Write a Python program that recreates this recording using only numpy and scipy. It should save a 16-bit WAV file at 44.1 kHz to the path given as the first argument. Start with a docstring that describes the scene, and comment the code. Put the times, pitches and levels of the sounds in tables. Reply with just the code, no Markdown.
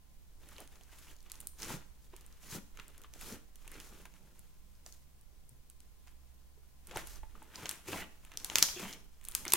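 """Two hands fold, press and stretch a soft foamy slime on a table in a quiet room.
Peeling sticky skin fizzes with tiny bubbles, made of random clicks and short rings; larger folds squelch.
Trapped air pockets burst with sharp ringing pops, and sliding folds colour their crackle in a hollow.
Fingers pulling out of their holes plop: a dying tone roughened by a puff of air.
Close microphones add hiss and rumble; the room adds an echo, a whine, a drone and a passing hum."""
import sys
import numpy as np
from scipy import signal
from scipy.fft import rfft, irfft, next_fast_len
from scipy.io import wavfile

SR = 44100
rng = np.random.default_rng(int(sys.argv[2]) if len(sys.argv) > 2 else 0)


def wav_record(signal):
    """Record a signal, one row per channel, as 16-bit PCM in the file named by sys.argv[1]."""
    frames = np.transpose(np.atleast_2d(signal))
    bounded = np.clip(frames, -1, 1)
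    # unit amplitude maps onto the largest positive 16-bit level
    quanta = np.round(bounded * 32767).astype(np.int16)
    wavfile.write(sys.argv[1], SR, quanta)


N = 421596


def from_db(db):
    """Turn decibels into gain."""
    return 10 ** (np.asarray(db) / 20)


def rms_one(x):
    """Scale a sound so that its average strength (rms) is 1."""
    return x / np.sqrt(np.mean(x ** 2) + 1e-20)


def in_time(rows):
    """Turn table columns into curves with one value per sample."""
    s, *columns = np.transpose(rows)
    return [np.interp(np.arange(N) / SR, s, column) for column in columns]


def at_hz(points, hz):
    """Read a table of points at any frequency, along a log-frequency axis."""
    table_hz, value = np.transpose(points)
    return np.interp(np.log(hz), np.log(table_hz), value)


def drift(rate_hz):
    """Slow random wandering with spread 1: noise smoothed twice, made once every 40 samples."""
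    r = np.exp(-2 * np.pi * rate_hz * 40 / SR)
    noise = rng.standard_normal(N // 40 + 2002)
    slow = signal.lfilter([1], [1, -2 * r, r * r], noise)[2000:]   # skip the filter's start-up
    return np.interp(np.arange(N) / 40, np.arange(len(slow)), rms_one(slow))


def ring(clicks, hz, t60_s):
    """Each click sets off a sine wave as high as the click, which falls by 60 dB in t60_s."""
    r, w = from_db(-60 / (t60_s * SR)), 2 * np.pi * hz / SR
    return signal.lfilter([0, np.sin(w)], [1, -2 * r * np.cos(w), r * r], clicks + 1e-18)


def grains(per_s, spread_db):
    """Random clicks of uneven size and sign, like many tiny breaks in the skin."""
    sizes = from_db(spread_db * np.minimum(rng.exponential(1, N), 5))
    sizes = sizes * rng.choice([-1, 1], N)
    return rms_one(sizes * (rng.random(N) < per_s / SR))


def stereo(mid, side, spectrum, alike):
    """Colour two streams and mix them so that left and right agree as far as asked; rms 1."""
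    size = next_fast_len(N)
    hz = np.maximum(np.fft.rfftfreq(size, 1 / SR), 1)
    likeness = np.clip(at_hz(alike, hz), -1, 1)
    m = rfft(mid, size) * np.sqrt(1 + likeness)
    s = rfft(side, size) * np.sqrt(1 - likeness)
    colour = from_db(at_hz(spectrum, hz))
    return rms_one(irfft(colour * np.array([m + s, m - s]), size)[:, :N])


def dying(times_s, levels_db, t60_s):
    """A gain that jumps up at each time and falls by 60 dB in t60_s."""
    starts = np.zeros(N)
    starts[(np.asarray(times_s) * SR).astype(int)] = from_db(levels_db)
    return signal.lfilter([1], [1, -from_db(-60 / (t60_s * SR))], starts + 1e-18)


# The slime creeping between strokes: start_s, fizz_db
CREEP = [(0.0, -88), (.4, -79), (3.5, -80), (4.2, -74.5), (5.0, -82.5), (5.5, -83.5), (6.8, -83),
         (7.3, -74.5), (9.56, -77)]
CREEP_SQUELCH_DB, CREEP_THUD_DB = -2.5, -1.5   # against the creeping fizz
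# Each press, pull or peel of the hands, with its levels halfway through:
# start_s, length_s, swell_db (change over its length), fizz_db, squelch_db, thud_db
STROKES = [(0.423, 0.21, 4, -67.5, -68.5, -62), (0.722, 0.15, -10, -75, -72.5, -74),
           (0.911, 0.21, 1.5, -65, -68, -73), (1.257, 0.19, -2, -77, -70.5, -71),
           (1.6, 0.15, 6, -52, -55.5, -56.5), (2.003, 0.05, 13, -75, -83, -75),
           (2.135, 0.3, -7, -80, -74.5, -79), (2.433, 0.061, -1, -59.5, -64.5, -60.5),
           (2.517, 0.047, -3, -49.5, -59, -55.5), (2.755, 0.24, -0.5, -76, -70, -67),
           (3.145, 0.069, -5, -66, -69.5, -67.5), (3.217, 0.12, 2.5, -52.5, -58.5, -54.5),
           (3.618, 0.16, 11, -68.5, -67, -67), (3.803, 0.11, 0, -63.5, -68, -63.5),
           (3.932, 0.087, -2.5, -66, -66.5, -66), (4.872, 0.14, -13, -69.5, -84, -75),
           (6.065, 0.026, -1, -72.5, -72.5, -78), (6.876, 0.04, 11, -65.5, -63, -63.5),
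           (6.968, 0.053, -9, -55.5, -53, -57), (7.069, 0.1, 0, -58.5, -65.5, -67.5),
           (7.325, 0.14, -2, -94, -73, -65), (7.517, 0.025, -6, -76, -64.5, -73),
           (7.547, 0.1, 3.5, -58, -56, -57), (7.671, 0.1, -7, -61, -58.5, -62.5),
           (7.885, 0.13, -1, -49.5, -52.5, -53), (8.219, 0.14, 14, -84, -72, -78),
           (8.388, 0.19, 17, -60.5, -62, -58.5), (8.59, 0.15, -8, -50, -61, -61.5),
           (8.797, 0.14, -8, -53, -56.5, -55.5), (9.216, 0.19, 22, -73, -69.5, -71),
           (9.453, 0.16, 10, -62, -57.5, -57)]
GRIP_DB_PER_S, LET_GO_DB_PER_S = 511, 258   # how fast a stroke comes up and dies away
FIZZ_STOP_DB_PER_S = 200   # the fizz dies away faster by this
THUD_LAG_S, THUD_SWELL_DB = 0.01, 0.5   # the table shakes most once the hands sink through


def strokes():
    """Gain of fizz, squelch and thud: each stroke rises, swells or sags, then dies away into the creep."""
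    t = np.arange(N // 40 + 1) * 40 / SR
    creep_db = np.interp(t, *np.transpose(CREEP))
    power = from_db(creep_db + np.array([[0], [CREEP_SQUELCH_DB], [CREEP_THUD_DB]])) ** 2
    for s, length, swell_db, *levels_db in STROKES:
        held = np.clip((t - s) / max(length, .01), 0, 1)
        before, after = np.maximum(s - t, 0), np.maximum(t - s - length, 0)   # seconds
        squelch_db = swell_db * (held - .5) - GRIP_DB_PER_S * before - LET_GO_DB_PER_S * after
        fizz_db = squelch_db - FIZZ_STOP_DB_PER_S * after
        thud_db = np.interp(t - THUD_LAG_S, t, squelch_db + THUD_SWELL_DB * (held - .5))
        power += from_db([fizz_db, squelch_db, thud_db] + np.array(levels_db)[:, None]) ** 2
    return [np.interp(np.arange(N) / SR, t, gain) for gain in np.sqrt(power)]


def bubbles(per_s, low_hz, high_hz, cycles, patchy_db):
    """Squeezed-out air bubbles ring a few cycles at a pitch set by their size; sizes come in bouts."""
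    clicks, size_group = grains(per_s, 4.0), rng.integers(0, 14, N)
    out = np.zeros(N)
    for k, hz in enumerate(np.geomspace(low_hz, high_hz, 14)):
        bout = from_db(patchy_db * drift(8.3))
        out += ring(clicks * (size_group == k) * bout, hz, cycles / hz)
    return rms_one(out)


# Tone colour of the tiny bubbles, larger folds and shaken table: pitch_hz, relative_level_db (per Hz)
FIZZ_COLOUR = [(1470, -13.5), (2500, -13.5), (3860, -2.5), (4910, -2), (6700, 0), (8400, -3.5),
               (11900, -2.5), (16000, -4.5)]
SQUELCH_COLOUR = [(600, -26), (1000, -2), (1600, -2), (2900, -4), (3500, -5.5), (4300, -14.5),
                  (6000, -34.5)]
THUD_COLOUR = [(47, -43), (80, 2.5), (194, 1), (454, -2), (742, -12), (878, -5.5), (1030, -30), (1400, -9),
               (1820, -39)]
# How alike left and right are for the nearby slime: pitch_hz, likeness (1 is the same, 0 unrelated)
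NEAR_ALIKE = [(60, 0.15), (240, 1), (950, 1), (3770, 0.85), (15000, 0.3)]
# Torn skin crackles on after each burst; levels are against the burst
TEAR_FIZZ_DB, TEAR_SQUELCH_DB, TEAR_T60_S = -29, -34, 0.16
TEAR_SPLIT_HZ, TEAR_CRISP_DB = 8300, -7   # above the split, crackle follows the burst's crispness
# The harder the stroke, the duller its fizz: dB of crispness lost per dB above the even level
HARD_PRESS_DULLS, EVEN_AT_DB = 0.086, -71


def kneading():
    """Tiny bubbles fizz and tick, larger folds squelch, and the pressing hands shake the table."""
    fizz_gain, squelch_gain, thud_gain = strokes()
    s, burst_db, body_db, crisp_db, _ = np.transpose(BURSTS)
    tear_db = burst_db + TEAR_FIZZ_DB
    dull_tear = dying(s, tear_db, TEAR_T60_S)
    crisp_tear = dying(s, tear_db + crisp_db + TEAR_CRISP_DB, TEAR_T60_S)
    squelch_gain = squelch_gain + dying(s, burst_db + body_db + TEAR_SQUELCH_DB, TEAR_T60_S)
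    clumps_db = 1.66 * drift(42)   # the sticky skin lets go in patches

    fizz = stereo(grains(9000, 2.8), grains(8400, 2.6), FIZZ_COLOUR, NEAR_ALIKE)
    fizz += from_db(-13.5) * bubbles(84, 4100, 20000, cycles=16.0, patchy_db=10.0)   # ticks
    squelch = stereo(grains(5000, 3.9), grains(5000, 2.5), SQUELCH_COLOUR, NEAR_ALIKE)
    squelch += from_db(-6.0) * bubbles(600, 701, 4200, cycles=18.6, patchy_db=6.5)
    thud = stereo(grains(1200, 2.6), grains(1500, 3.9), THUD_COLOUR, NEAR_ALIKE)

    dull = signal.lfilter(*signal.butter(2, TEAR_SPLIT_HZ, "low", fs=SR), fizz)
    crisp = signal.lfilter(*signal.butter(2, TEAR_SPLIT_HZ, "high", fs=SR), fizz)
    crisp_gain = fizz_gain * (from_db(EVEN_AT_DB) / fizz_gain) ** HARD_PRESS_DULLS
    # minus, so that the two halves do not cancel where they meet
    out = (dull * (fizz_gain + dull_tear) - crisp * (crisp_gain + crisp_tear)) * from_db(clumps_db)
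    out += squelch * (squelch_gain * from_db(clumps_db + 1.08 * drift(24)) + smacks())
    return out + thud * thud_gain * from_db(3.25 * drift(8.3))


# Tone colour of the microphone hiss and of the rumble: pitch_hz, relative_level_db (per Hz)
HISS_COLOUR = [(71, -17.5), (120, -1), (355, -14.5), (656, -16.5), (1010, -18), (1290, -22.5), (14400, -24),
               (16000, -22)]
RUMBLE_COLOUR = [(12, 1.5), (22, 10.5), (33, -5), (48, 5.5), (57, -6.5), (66, -1), (80, -8), (105, -27.5),
                 (135, -15), (200, -61)]
# How alike left and right are in hiss and rumble: pitch_hz, likeness (below 0 they move oppositely)
ROOM_ALIKE = [(130, 0.38), (1400, 0), (15000, 0)]
RUMBLE_ALIKE = [(25, 0.46), (60, -0.55), (120, -0.37)]
# Air moving over the microphones and building rumble, before the left-right tilt: start_s, level_db
WAFT = [(0.0, -67), (0.16, -57), (3.9, -56), (4.23, -57.5), (6.87, -58.5), (6.97, -50), (7.22, -48),
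        (7.53, -60.5), (8.71, -53), (8.73, -61), (9.43, -53.5), (9.56, -72)]
# A low hum that rises in pitch, then fades; its level also wanders: start_s, pitch_hz, level_db
HUM = [(3.85, 181, -88), (4.0, 182.5, -73), (4.85, 195.4, -75), (5.15, 202, -95)]
HISS_DB, RUMBLE_RIGHT_DB = -67, 5   # rumble and drone: right above left
WHINE_HZ, WHINE_DB = 1033, -87.5
DRONE_HZ, DRONE_DB, DRONE_LEAD = 65.7, -62.5, 1.17   # level before the tilt; radians the left leads


def background():
    """Microphone hiss, rumble and drone stronger on the right, a thin whine and a passing hum."""
    white = rng.standard_normal((4, N))
    turns = 2 * np.pi * np.arange(N) / SR
    hiss = from_db(HISS_DB + .5 * drift(3.5)) * stereo(*white[:2], HISS_COLOUR, ROOM_ALIKE)
    rumble = from_db(in_time(WAFT)[0]) * stereo(*white[2:], RUMBLE_COLOUR, RUMBLE_ALIKE)
    whine = from_db(WHINE_DB + 1.5 * drift(8)) * np.sin(WHINE_HZ * turns)
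    hum_hz, hum_db = in_time(HUM)
    hum = from_db(hum_db + 1.52 * drift(6)) * np.sin(2 * np.pi * np.cumsum(hum_hz) / SR)
    drone_phase = DRONE_HZ * turns + 0.58 * drift(3) + [[DRONE_LEAD], [0]]
    drone = from_db(DRONE_DB + 2.3 * drift(1.7)) * np.sin(drone_phase)
    tilt = from_db([[-RUMBLE_RIGHT_DB / 2], [RUMBLE_RIGHT_DB / 2]])
    return hiss + (rumble + drone) * tilt + whine + hum


ROOM_T60_S, ROOM_DB = 0.49, -25.5
WALL_CUT_CYCLES = 725   # a path's treble cut in Hz is this divided by its delay in seconds


def room(x):
    """Echo from eight repeating delays a side, each round quieter and duller."""
    size = next_fast_len(N + SR)
    hz = np.fft.rfftfreq(size, 1 / SR)
    source, out = rfft(x, size), np.zeros((2, len(hz)), complex)
    lags_s = np.geomspace(.003, .028, 16) * rng.uniform(0.85, 1.08, 16)
    for k, lag in enumerate(lags_s):
        one_round = from_db(-60 * lag / ROOM_T60_S) * np.exp(-2j * np.pi * hz * lag)
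        one_round = one_round / (1 + 1j * hz * lag / WALL_CUT_CYCLES)
        out[k % 2] += source * one_round / (1 - one_round) * (-1) ** (k // 2)
    return irfft(out, size)[:, :N]


# Air pockets bursting: start_s, level_db, body_db and crisp_db (both against level_db),
# pan_db (left above right)
BURSTS = [(0.4884, -49, -1, 8.5, -7), (0.5822, -44, 11, -1, -2), (0.6037, -45.5, -16, 13.5, -3),
          (0.6755, -46.5, 0, 2, -1), (0.757, -48, -2, -12, 1), (0.811, -53, 10, -3, -3),
          (0.835, -50, -15, -1, 0), (0.986, -46.5, 0, 2, 1), (1.029, -57, -4, -10, 0),
          (1.165, -49, -12, -3, 0), (1.186, -54, -15, -8, 0), (1.205, -50, -15, -5, 0),
          (1.228, -55, -15, 10, 1), (1.264, -60, 13, -5, 0), (1.2992, -42, -4, -2, -1),
          (1.3179, -33.5, -18, 5.5, -4), (1.342, -53, 12, 4, 0), (1.3554, -43, -11, -3, -1),
          (1.4024, -50, 2, 15, -6), (1.4042, -45.5, 0, 15.5, -2), (1.412, -51, -1, 15, -6),
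          (1.4713, -34.5, -14, 13.5, 0), (1.587, -45, -8, -7, -3), (1.6015, -42, -7, -3, -3),
          (1.6205, -32.5, -3, 1, -5), (1.6305, -29, -6, -12, -7), (2.1643, -43, 1, 4, -2),
          (2.21, -49, -15, 4, -3), (2.2637, -56, -13, 15.5, 1), (2.326, -48, -8, -6, -4),
          (2.773, -43, 6, -4, -2.5), (2.799, -44, 6, -2, -8), (2.881, -53.5, -7, 14, 0.5),
          (2.9797, -48, -7, 8, 0), (3.0175, -49.5, 2, 7.5, -3), (3.037, -47, 7, -4, -3),
          (3.1376, -39, 1, -2, -5), (3.212, -50.5, 15, 16, -2), (3.5574, -46.5, -1, 5.5, -4),
          (3.678, -44, 9, 9, -3), (3.7168, -47.5, -9, 13.5, -1.5), (3.7419, -44, -1, -5, -4),
          (3.801, -37, 2.5, 0, -5.5), (4.055, -44.5, 6, 4, -2), (4.139, -55, 8, -4, 3),
          (4.393, -57, -8, 16, -1.5), (4.863, -35, -6, -3, -5), (4.9245, -42.5, -15, -4, 11),
          (5.212, -61, -10, 13.5, 2), (5.4926, -65, -10, 24, 10), (5.6998, -50.5, -1, 14, -6.5),
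          (5.8042, -48, -3, 4.5, 1), (6.0734, -55, 1, -4, -13), (6.871, -47, -17, 10.5, -6),
          (6.895, -59, 16, -3, -4), (6.912, -39, 3, -8, 3.5), (6.961, -32, -11, -12, -1),
          (6.972, -37, -13, 10, -1), (6.979, -47, 3, -3, -3), (7.072, -43, -21, 13, -2),
          (7.158, -43, -15, -10, 3), (7.427, -56, -2, 14.5, 2), (7.5577, -30, -24, -20, -6),
          (7.657, -28, 4, -15, -3.5), (7.6923, -25, -23, 7, 2), (7.712, -36.5, 7, 12.5, 0.5),
          (7.885, -37, -17, -13, 3), (8.25, -51.5, 10.5, 10.5, -2), (8.318, -45, 9.5, -3, -1),
          (8.338, -46, 5, -6, 0), (8.373, -23.5, -6.5, -1, 0.5), (8.4001, -37, -2, -14, -2),
          (8.446, -23, -3, 3.5, 0.5), (8.4997, -27, 7, -24, -0.5), (8.536, -42, -8, -4, 2),
          (8.5565, -6.5, -1, -7, -2.5), (8.5843, -14.5, 2, 2, -3), (8.624, -27, -3, -13, -7),
          (8.6263, -2, -10.5, -4, 0.5), (8.6867, -29, 5.5, -12, -2), (8.928, -31, -12, -16, -1),
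          (8.9348, -37, -3.5, -16, -3), (9.213, -52, 7.5, 3, -3), (9.234, -60, 10, -6, 1),
          (9.241, -55, -16, 14, -1), (9.251, -40, -18, 9.5, -2), (9.275, -51, 8, -3, -2),
          (9.2858, -38, 5.5, 16, 0), (9.3135, -48, -7, 15, 6), (9.3205, -40, -10, 2, -4),
          (9.3506, -16.5, -6.5, 4.5, -0.5), (9.407, -50, -8, -6, 0), (9.4526, -42, -1, 14, -1.5),
          (9.48, -23.5, -11, -4.5, -1), (9.4864, -38, -21, -5, -2), (9.5029, -33, -16, 2, -3),
          (9.5219, -16.5, -2, 1, -1.5), (9.5352, -30, 12, 23, -4), (9.5359, -16.5, -1, 13.5, 0.5)]
# What a burst rings with: pitch_hz, t60_s (time to fall 60 dB), relative_level_db,
# part (fraction dropped: 0 body, 1 middle, 2 crisp)
BURST_RINGS = [(1000, 0.0034, -12.5, 0), (1700, 0.0029, -10, 0), (2840, 0.0022, -1, 0),
               (4200, 0.0016, 0.5, 1), (6350, 0.0021, 2, 1), (8560, 0.0015, 0.5, 2),
               (11070, 0.0012, 1.5, 2), (14700, .001, -4, 2.3)]
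POCKET_SCATTER, SHRED_DB = 0.031, -21   # pockets differ in size, so in pitch; shreds against the tear
TABLE_ECHO_S, TABLE_ECHO_DB = (0.00096, .0012), -16.5   # left, right


def pops():
    """Each burst is a sharp tear with shreds after it, ringing briefly by its size, mirrored by the table."""
    s, burst_db, body_db, crisp_db, pan_db = np.transpose(BURSTS)
    hz, t60, ring_db, part = np.transpose(BURST_RINGS)
    chance = rng.standard_normal((len(s), 2, 120 + len(hz)))
    shreds = chance[..., :120] * from_db(SHRED_DB - 0.081 * np.arange(120))   # fading sample by sample
    shreds = .9 * shreds + .4 * shreds[:, :1]   # each side its own, plus some of the left's
    shreds[..., 0] = -1   # the tear itself

    part_db = np.transpose([burst_db + body_db, burst_db, burst_db + crisp_db])
    level_db = part_db[:, part.astype(int)] + ring_db
    t = np.arange(SR // 100) / SR
    pitch = hz * np.exp(POCKET_SCATTER * chance[:, 0, 120:])
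    rings = from_db(level_db[..., None] - 60 * t / t60[:, None]) * np.sin(2 * np.pi * pitch[..., None] * t)
    rings = (rings * (-1) ** np.arange(len(hz))[:, None]).sum(axis=1)
    pan = from_db(pan_db[:, None] * [.5, -.5])[..., None]
    bursts = signal.fftconvolve(shreds, rings[:, None], axes=2) * pan

    right_lag = np.round(.4 + pan_db / 5).astype(int)   # samples: the far microphone hears it later
    out = np.zeros((2, N))
    for side, echo_s in enumerate(TABLE_ECHO_S):
        start = (s * SR).astype(int) + side * right_lag
        np.add.at(out[side], start[:, None] + np.arange(bursts.shape[2]), bursts[:, side])
        lag = int(echo_s * SR)
        out[side, lag:] += from_db(TABLE_ECHO_DB) * out[side, :-lag]
    return out


# Folds of slime holding air, coloured by their hollow while they slide:
# start_s, length_s, from_pitch_hz, to_pitch_hz, width_hz, level_db
FOLDS = [(0.54, .09, 3000, 2970, 350, -67), (0.58, 0.052, 855, 402, 600, -56),
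         (1.068, 0.045, 2090, 3610, 497, -64.5), (3.696, 0.11, 2224, 2420, 600, -65),
         (6.916, 0.044, 743, 840, 300, -56), (6.969, 0.043, 1896, 1966, 400, -53),
         (6.97, 0.034, 1390, 1294, 300, -56), (7.876, 0.053, 2306, 2980, 504, -56),
         (7.922, 0.051, 952, 797, 352, -46), (7.923, .05, 305, 241, 151.4, -46),
         (7.943, 0.1, 2200, 2010, 350, -50), (7.963, 0.086, 2690, 3025, 350, -54),
         (8.758, 0.059, 2600, 2534, 400, -51), (8.749, .05, 3350, 3300, 300, -54.5),
         (8.817, 0.15, 2850, 3077, 450, -56), (8.821, 0.061, 1130, 900, 450, -55),
         (8.842, 0.13, 1930, 2180, 448, -58.5)]


def folds():
    """Crackle from a sliding fold rings in its hollow, whose pitch glides as it is squeezed."""
    out, crackle = np.zeros(N), grains(2900, 4.4) + 1j * grains(2500, 3.8)
    for s, length, from_hz, to_hz, width_hz, level_db in FOLDS:
        at, share = int(s * SR), np.linspace(0, 1, int(max(length, .01) * SR))
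        rough = signal.lfilter(*signal.butter(2, width_hz / 2, fs=SR), crackle[at:at + len(share)])
        phase = 2 * np.pi * np.cumsum(from_hz + (to_hz - from_hz) * share) / SR
        hollow = rms_one((rough * np.exp(1j * phase)).real)   # moves the crackle up to the gliding pitch
        out[at:at + len(share)] += from_db(level_db) * np.sqrt(np.sin(np.pi * share)) * hollow
    return out


# Finger holes opening and soft slaps: start_s, level_db, start_pitch_hz,
# ring_s (time to fall 60 dB), smack_db (squelch level)
PLOPS = [(1.703, -34, 215, 0.042, -75), (1.716, -32, 224, 0.03, -70), (1.739, -34, 151, 0.072, -78),
         (2.134, -45, 362, 0.058, -60), (2.525, -33.5, 151, 0.046, -50), (2.557, -28, 150, 0.044, -70),
         (2.583, -33, 198, 0.037, -61), (2.773, -46.5, 1300, 0.016, -75), (2.773, -41.5, 2750, 0.0071, -72),
         (2.79, -41.5, 1400, 0.018, -66), (2.7985, -40, 1400, 0.014, -63), (2.7977, -36, 2730, 0.011, -63),
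         (3.044, -45, 1180, 0.019, -58), (3.32, -37.5, 228, 0.088, -76), (3.753, -40.5, 416, 0.027, -57),
         (4.054, -46.5, 1000, 0.024, -59), (4.863, -39, 727, 0.011, -65), (5.51, -54, 126, 0.24, -90),
         (6.072, -60, 1060, 0.025, -63), (6.574, -55, 420, 0.05, -90), (6.911, -48, 517, 0.063, -53),
         (6.959, -37.5, 124, 0.054, -80), (6.961, -28.5, 380, 0.03, -58), (6.959, -30.5, 863, 0.029, -66),
         (6.971, -23.5, 780, 0.012, -56), (6.971, -32, 1400, 0.019, -70), (6.971, -32.5, 2580, 0.0081, -70),
         (7.232, -44.5, 864, 0.046, -65), (7.353, -46, 1230, 0.021, -85), (7.42, -45.5, 866, 0.039, -71),
         (7.578, -48, 1000, 0.078, -64), (7.885, -32.5, 367, 0.048, -79), (7.906, -44, 410, 0.05, -72),
         (7.929, -31, 510, 0.028, -45), (8.019, -45.5, 2050, 0.015, -49), (8.024, -40, 3050, 0.015, -67),
         (8.763, -41, 357, 0.11, -70), (8.773, -37.5, 2600, 0.02, -74), (8.797, -39, 392, 0.046, -66.5),
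         (8.827, -37.5, 202, 0.1, -53.5), (8.849, -38, 201, 0.13, -48.5), (8.88, -41.5, 3150, 0.02, -73),
         (9.452, -32, 2160, 0.014, -52.5), (9.464, -34.5, 335, 0.034, -45), (9.498, -39, 2180, 0.012, -60),
         (9.536, -14, 1010, 0.0088, -40), (9.536, -17.5, 3730, 0.006, -42),
         (9.536, -14.5, 4950, 0.0061, -40), (9.538, -30.5, 348, 0.069, -48)]
PITCH_RISE_PER_S, PLOP_ROUGH = 0.86, 0.36   # rise as a share of the starting pitch
PUFF_S, PUFF_DB, PUFF_REACH = 0.0068, -7, 1.54   # the puff reaches up to this multiple of the pitch
PLOP_OPEN_CYCLES = 0.61   # a hole takes about this long to open


def plops():
    """A hole in the slime rings roughly like a short bottle, its pitch rising a little as it opens."""
    out, t = np.zeros(N + SR), np.arange(SR // 5) / SR
    for s, level_db, hz, ring_s, _ in PLOPS:
        air = rng.standard_normal(len(t))
        puff = rms_one(signal.lfilter(*signal.butter(3, PUFF_REACH * hz, fs=SR), air))   # air rushing in
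        tone = np.sin(2 * np.pi * hz * t * (1 + PITCH_RISE_PER_S / 2 * t)) * (1 + PLOP_ROUGH * puff)
        tone += from_db(PUFF_DB) * puff * np.exp(-t / PUFF_S)
        opening = 1 - np.exp(-t * hz / PLOP_OPEN_CYCLES)
        at = int(s * SR)
        out[at:at + len(t)] += from_db(level_db - 60 * t / max(ring_s, .003)) * tone * opening
    return out[:N]


def smacks():
    """Wet skin parting at each plop: the gain of a sudden squelch that dies away."""
    s, *_, smack_db = np.transpose(PLOPS)
    return dying(s, smack_db, t60_s=0.064)


def scene():
    """The slime close by, its echo in the room, and the background."""
    slime = kneading() * from_db([[.4], [-.4]]) + pops() + plops() + folds()
    return slime + from_db(ROOM_DB) * room(slime.mean(axis=0)) + background()


OFFSET, CUTOFF_HZ = .0007, 15900


def record(dry):
    """A small constant offset is added, the loudest peaks overload flat, and the top treble is cut."""
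    overloaded = np.clip(dry + OFFSET, -.86, .86)
    top_cut = signal.ellip(12, .3, 90, CUTOFF_HZ, fs=SR, output="sos")
    return signal.sosfilt(top_cut, overloaded)


dry = scene()
out = record(dry)
wav_record(out)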